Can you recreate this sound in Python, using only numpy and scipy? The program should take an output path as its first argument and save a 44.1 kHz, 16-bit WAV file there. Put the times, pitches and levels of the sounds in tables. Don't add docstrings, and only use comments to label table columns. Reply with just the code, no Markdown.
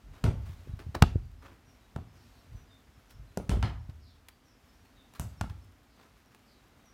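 import sys
import numpy as np
from scipy import signal
from scipy.fft import rfft, irfft, next_fast_len
from scipy.io import wavfile

SR = 44100
rng = np.random.default_rng(int(sys.argv[2]) if len(sys.argv) > 2 else 0)


def waveform_to_disk(signal):
    frames = np.transpose(np.atleast_2d(signal))
    scaled = np.clip(frames, -1, 1) * 32767
    samples = np.round(scaled).astype(np.int16)
    wavfile.write(sys.argv[1], SR, samples)


N = 305613
TIME = np.arange(N) / SR


def undb(db):
    return 10 ** (np.asarray(db) / 20)


def unit(x):
    return x / np.sqrt(np.mean(x ** 2))


def log_interp(hz, points_hz, values):
    return np.interp(np.log(np.maximum(hz, 1)), np.log(points_hz), values)


def colour(x, points):
    size = next_fast_len(len(x))
    hz = np.fft.rfftfreq(size, 1 / SR)
    gain = undb(log_interp(hz, *np.transpose(points)))
    return irfft(rfft(x, size) * gain, size)[:len(x)]


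def click(db):
    cepstrum = irfft(np.log(undb(db)))
    half = len(cepstrum) // 2
    cepstrum[1:half] *= 2
    cepstrum[half + 1:] = 0
    return irfft(np.exp(rfft(cepstrum)))


def fade(t, t60):
    return np.exp(-np.log(1000) * t / t60)


def add(out, s, x):
    start = int(np.clip(s * SR, 0, len(out)))
    part = x[:len(out) - start]
    out[start:start + len(part)] += part


def walk(rate):
    knots = rng.standard_normal(N // 100)
    return np.interp(TIME * rate, np.arange(len(knots)), knots)


def scattered(per_second):
    slots = np.arange(int(N / SR * per_second))
    return (slots + rng.random(len(slots))) / per_second


# (band centre [Hz], relative level [dB], late decay t60 [s])
YARD_BANDS = [(63.6, 10.5, 0.97), (145, -2, 0.76), (324, 1.5, 0.32), (988, -6.5, 0.6), (3080, -4, 0.3),
              (7000, -9, .3), (14000, -6.5, .22)]


def yard(build_s=0.0048, early_db=3, early_t60=0.32):
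    t = TIME[:SR]
    hz = np.fft.rfftfreq(SR, 1 / SR)
    centres, levels, t60s = np.transpose(YARD_BANDS)
    noise = rfft(rng.standard_normal(SR))
    out = np.zeros(SR)
    for share, db, t60 in zip(np.eye(len(YARD_BANDS)), levels, t60s):
        build_up = 1 - np.exp(-(t / build_s) ** 2)
        decay = fade(t, t60) + undb(early_db) * fade(t, early_t60)
        shape = build_up * decay
        band = irfft(noise * log_interp(hz, centres, share), SR)
        out += undb(db) * band * shape / np.linalg.norm(shape)
    return out


# (frequency [Hz], relative density [dB])
HUSH_SPECTRUM = [(15, -36), (25, 7), (58, 4), (157, -8), (263, -2), (326, -9.5), (545, -14), (677, -12.5),
                 (1040, -15), (1290, -15), (2760, -20.5), (6380, -27), (9070, -32), (14800, -32),
                 (16000, -43.5)]
# (time [s], level relative to HUSH_DB [dB])
HUSH_COURSE = [(0, 0.5), (0.6, 3), (1.3, -1), (2.4, 2.1), (3.0, 0.5), (4.1, -1.45), (4.9, 0.6), (6.1, -0.8),
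               (6.9, 1.5)]
HUSH_DB = -61


def outdoors(sway_db=-0.4, treble_sway_db=1, treble_hz=2500):
    level_db = HUSH_DB + np.interp(TIME, *np.transpose(HUSH_COURSE)) + sway_db * walk(3)
    hush = unit(colour(rng.standard_normal(N), HUSH_SPECTRUM))
    high_pass = signal.butter(2, treble_hz, "high", fs=SR, output="sos")
    treble = signal.sosfiltfilt(high_pass, hush)
    rest = hush - treble
    return (rest + treble * undb(treble_sway_db * walk(7.5))) * undb(level_db)


# (frequency [Hz], relative density [dB])
AIR_SPECTRUM = [(20, -8), (45, 14), (70, -3), (120, -2.5), (200, -24), (400, -58.5), (1000, -76.5),
                (4000, -96)]
# (middle [s], half length [s], level [dB])
MICROPHONE_GUSTS = [(0.109, 0.038, -41.5), (0.738, 0.042, -39.5), (2.15, 0.3, -58), (2.56, 0.07, -44),
                    (3.211, 0.056, -43)]
RUMBLE_FLOOR_DB = -68.5
RUMBLE_HELD_DB, RUMBLE_BUILD_S, RUMBLE_T60_S = -25, 0.031, 0.8


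def rumble(flutter_db=2, thud_db=3, yard_share=0.29):
    t = TIME[:2 * SR]
    held = (1 - np.exp(-t / RUMBLE_BUILD_S)) * fade(t, RUMBLE_T60_S)
    thumps = [(s, db + yard_share * yard_db) for s, db, *_, yard_db, echo_s in KICK_EVENTS]
    thumps += [(s, db + thud_db) for s, db, _ in SOFT_LANDINGS]
    power = np.full(N, undb(RUMBLE_FLOOR_DB) ** 2)
    for s, half_s, db in MICROPHONE_GUSTS:
        power += undb(db) ** 2 * np.exp(-((TIME - s) / half_s) ** 2)
    for s, db in thumps:
        add(power, s, (undb(db + RUMBLE_HELD_DB) * held) ** 2)
    air = unit(colour(rng.standard_normal(N), AIR_SPECTRUM))
    return air * np.sqrt(power) * undb(flutter_db * walk(60))


def rustle(per_second=9, db=-52, spread_db=3, yard_db=0):
    chance = rng.standard_normal((2, N))
    happens = rng.random(N) < per_second / SR
    ticks = happens * np.sign(chance[0]) * undb(db + spread_db * chance[1])
    ticks = ticks + undb(yard_db) * signal.fftconvolve(ticks, yard())[:N]
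    return colour(ticks, [(200, -4.5), (1200, 4.5), (4000, 2.0), (14000, 0)])


def thump(hz, t60=0.05, punch=0.82, punch_s=0.0016, squash=0.45):
    t = TIME[:SR // 4]
    u = t / punch_s - 2
    rebound = (1 - 2 * squash * u ** 2) * np.exp(-u ** 2 / 2) * (1 - np.exp(-t / 0.00016))
    swing = np.sin(2 * np.pi * hz * t) * fade(t, t60) * (1 - np.exp(-t / 0.0018))
    return swing + punch * rebound


# (time [s], thump level [dB], knock relative to thump [dB])
SOFT_LANDINGS = [(.494, -34, -24), (0.672, -45, 4), (.694, -29.5, -21), (0.736, -27.5, -34),
                 (0.865, -30, -16), (.89, -30, -24.5), (0.961, -31.5, 0), (1.156, -15, -9),
                 (2.546, -36, -36), (3.704, -40, -1), (3.891, -30, -16.5), (5.505, -30.5, -29)]
THUD_HZ = 84
STEPS_PER_S, STEP_DB, SETTLE_DB_PER_S = 5.1, -43, -2.5
STEP_SPREAD_DB, STEP_KNOCK_DB = 2, -24.5


def thuds(steps, yard_db=-11, usual_db=-32, nearness=0.55, knock_s=0.00074, knock_after_s=0.0025):
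    out, scatter = np.zeros((2, N))
    u = (TIME[:SR // 4] - knock_after_s) / knock_s
    knock = (1 - u ** 2) * np.exp(-u ** 2 / 2)
    body = thump(THUD_HZ, t60=0.082, punch=0.52, punch_s=0.0018, squash=0.14)
    light = []
    for s in steps:
        step_db = STEP_DB + SETTLE_DB_PER_S * s + STEP_SPREAD_DB * rng.standard_normal()
        light.append((s, step_db, STEP_KNOCK_DB))
    for s, db, knock_db in SOFT_LANDINGS + light:
        landing = undb(db) * (body + undb(knock_db) * knock)
        add(out, s, landing)
        add(scatter, s, undb(yard_db - nearness * max(db - usual_db, 0)) * landing)
    return out + signal.fftconvolve(scatter, yard())[:N]


# (frequency [Hz], relative density [dB])
TURF_SPECTRUM = [(100, -19), (230, 2.5), (370, 5), (600, 0), (1200, 2), (2200, -5), (4000, -11.5),
                 (8000, -20), (15000, -23.5)]
# (time [s], rise [s], fade to 1/e [s], direct level [dB], brightness tilt [dB per octave])
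TURF_SCUFFS = [(.11, 0.038, 0.083, -59.5, 0), (.452, .01, 0.056, -56, 2), (.667, 0.0061, 0.036, -63, 1),
               (.788, 0.0048, 0.031, -50, -0.5), (0.945, 0.0057, 0.0076, -29, -1),
               (1.412, 0.028, 0.066, -52, -0.9), (3.095, 0.015, 0.015, -56, 3.5),
               (3.893, .0026, 0.0085, -55, 0), (4.2843, 0.0015, 0.0046, -47, 4),
               (5.135, .002, .004, -50.5, 3), (5.146, .006, 0.03, -52.5, 2), (5.493, 0.0043, 0.016, -53, 0),
               (5.95, .06, 0.067, -60.5, -.5), (6.346, 0.0011, .011, -56.5, 0.5)]
STEP_BRUSH_DB, STEP_BRUSH_RISE_S, STEP_BRUSH_FADE_S, STEP_BRUSH_TILT_DB = -70.5, 0.014, 0.055, 2


def scuffs(steps, yard_db=-8, grain_db=4.5, tuft_db=2.5):
    out, t = np.zeros(N), TIME[:SR // 2]
    light = []
    for s in steps:
        brush_db = STEP_BRUSH_DB + STEP_SPREAD_DB * rng.standard_normal()
        light.append((s, STEP_BRUSH_RISE_S, STEP_BRUSH_FADE_S, brush_db, STEP_BRUSH_TILT_DB))
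    for s, rise_s, fade_s, db, tilt_db in TURF_SCUFFS + light:
        grain_sizes = np.repeat(rng.standard_normal(len(t)), 20)[:len(t)]
        tufts = walk(156.9)[:len(t)]
        sizes = undb(grain_db * grain_sizes + tuft_db * tufts)
        tilted = [(hz, level + tilt_db * np.log2(hz)) for hz, level in TURF_SPECTRUM]
        grains = colour(sizes * rng.standard_normal(len(t)), tilted)
        swell = np.minimum(t / rise_s, 1) * np.exp(-np.maximum(t - rise_s, 0) / fade_s)
        add(out, s, undb(db) * unit(grains) * swell)
    return out + undb(yard_db) * signal.fftconvolve(out, yard())[:N]


# (mean frequency [Hz], relative level [dB], t60 [s])
BALL_MODES = [(368, 2, 0.039), (840, -9.5, 0.052), (1316, 3, 0.038), (2110, -3, 0.016), (2607, 2, 0.032),
              (3400, -17.5, 0.027), (4425, -11, 0.0092)]
# (frequency [Hz], gain [dB])
SLAP_SPECTRUM = [(100, -14), (250, 7.5), (450, 6), (750, 13), (1400, 8), (2000, 4.5), (4500, 0),
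                 (8000, -0.5), (11000, -7.5), (16000, -17.5)]


def slap(knock_db, bite_db, sizzle_db, smack_s, weaker=0.72, slower=1.25, ping_db=-37,
         crush_db=-22, crush_t60=0.014, count=4):
    t = TIME[:SR // 4]
    hit = undb(crush_db) * rng.standard_normal(len(t)) * fade(t, crush_t60)
    for k in range(count):
        add(hit, smack_s * k ** slower, np.array([-weaker ** k]))
    for hz, db, t60 in BALL_MODES:
        mode_hz = hz * (1 + 0.033 * rng.standard_normal())
        hit += undb(ping_db + db) * np.sin(2 * np.pi * mode_hz * t) * fade(t, t60)
    bins = np.fft.rfftfreq(2048, 1 / SR)
    hardness = log_interp(bins, [400, 1000, 2500, 4000, 8000], [knock_db, 0, bite_db, bite_db, sizzle_db])
    response = click(log_interp(bins, *np.transpose(SLAP_SPECTRUM)) + hardness)
    return signal.fftconvolve(hit, response)[:len(t)]


# (time [s], thump level [dB], thump pitch [Hz], slap level before slap_gain_db [dB],
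# knock below 400 Hz [dB], bite near 3 kHz [dB], sizzle from 8 kHz up [dB],
# gap between the skin's first smacks [s], yard level [dB], wall echo delay [s])
KICK_EVENTS = [(0.2407, -17, 88, -16.5, 10, -3, -5.5, 0.00071, 5, 0.023),
               (1.0229, -2, 78.6, 1, 4.5, 2, -3.5, 0.00089, -16.5, 0.014),
               (1.9621, -26.5, 106, -22, 6, -11, -16.5, 0.00057, -2.5, .024),
               (3.3738, -22, 177, -17, 8.5, -8.5, -3.5, 0.00017, -2.5, 0.026),
               (3.4944, -17, 67, -21.5, 7, 2, 0.5, 0.00048, 5.5, .075),
               (3.5160, -30, 97.7, -17.5, 6.5, -11, -15, 0.0013, 3, 0.029),
               (3.6276, -25, 81.6, -13, -6, -4.5, -16.5, .00082, 7, 0.00425),
               (5.197, -27, 103, -25, -1.5, -1, 9, 0.000084, 2, .024),
               (5.4113, -24, 85.7, -14, -4, -6.5, -8, 0.0012, -2.5, .029)]
WALL_ECHO_DB, WALL_ECHO_SLOPE = -9.5, 0.25


def kicks(slap_gain_db=5, wall_hz=1300, boom_db=-4, count=3):
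    out = np.zeros(N)
    low_pass = signal.butter(2, wall_hz, fs=SR, output="sos")
    for s, thump_db, hz, slap_db, knock_db, bite_db, sizzle_db, smack_s, yard_db, echo_s in KICK_EVENTS:
        low = undb(thump_db) * thump(hz)
        force = undb(slap_db + slap_gain_db)
        blow = low + force * slap(knock_db, bite_db, sizzle_db, smack_s)
        add(out, s, blow)
        echo = signal.sosfilt(low_pass, blow)
        add(out, s + echo_s, undb(WALL_ECHO_DB + WALL_ECHO_SLOPE * yard_db) * echo)
        for stretch in np.linspace(0.5, 2, count):
            side_slap = slap(knock_db, bite_db, sizzle_db, stretch * smack_s)
            aside = undb(boom_db) * low + force * side_slap
            add(out, s, undb(yard_db) / np.sqrt(count) * signal.fftconvolve(aside, yard()))
    return out


# (start [s], length [s], middle pitch [Hz], level before the direct and scattered gains [dB])
BIRD_NOTES = [(1.65, .08, 5650, -63.5), (2.10, 0.19, 4900, -66.5), (2.31, 0.11, 4250, -64),
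              (2.54, .07, 5950, -64), (2.69, .06, 3620, -59), (3.07, .1, 5500, -65),
              (3.99, 0.16, 4400, -60.5), (4.43, 0.12, 5500, -64.5), (4.68, 0.031, 5250, -63),
              (4.95, .08, 3700, -60.5), (5.36, .07, 5400, -63), (5.86, 0.15, 4500, -69.5),
              (6.44, 0.13, 4500, -63), (6.84, 0.079, 5750, -60.5)]
SLUR_HZ_PER_S2 = 83000
TWITTER_PER_S, TWITTER_DB, TWITTER_HZ, TWITTER_S = 3.8, -68, (3780, 6300), (0.03, 0.054)


def bird(warble_hz=80, trill=0.28, direct_db=-6, scatter_db=-0.5):
    out = np.zeros(N)
    twitter = []
    for s in scattered(TWITTER_PER_S):
        twitter.append((s, rng.uniform(*TWITTER_S), rng.uniform(*TWITTER_HZ), TWITTER_DB))
    for s, length, middle_hz, db in BIRD_NOTES + twitter:
        u = np.linspace(0, 1, max(int(length * SR), 2))
        fall_hz = SLUR_HZ_PER_S2 * length ** 2
        warble = trill * np.sin(2 * np.pi * warble_hz * length * u) * rng.uniform(0.64, 1)
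        hz = middle_hz + fall_hz * (0.5 - u + warble)
        whistle = np.sin(2 * np.pi * np.cumsum(hz) / SR)
        add(out, s, undb(db) * np.sin(np.pi * u) * whistle)
    echoes = signal.fftconvolve(out, yard(build_s=0.019, early_db=-14.5))[:N]
    return undb(direct_db) * out + undb(scatter_db) * echoes


def scene():
    steps = scattered(STEPS_PER_S)
    air = outdoors() + rumble() + rustle()
    feet = thuds(steps) + scuffs(steps)
    return (air + feet + kicks() + bird())[None]


def record(dry, low_cut_hz=46, top_hz=16200, ceiling=0.62, knee=6):
    high_pass = signal.butter(2, low_cut_hz, "high", fs=SR, output="sos")
    thinned = signal.sosfiltfilt(high_pass, dry)
    rounded = thinned / (1 + np.abs(thinned / ceiling) ** knee) ** (1 / knee)
    low_pass = signal.ellip(8, 0.2, 70, top_hz, fs=SR, output="sos")
    return signal.sosfilt(low_pass, rounded)


dry = scene()
out = record(dry)
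waveform_to_disk(out)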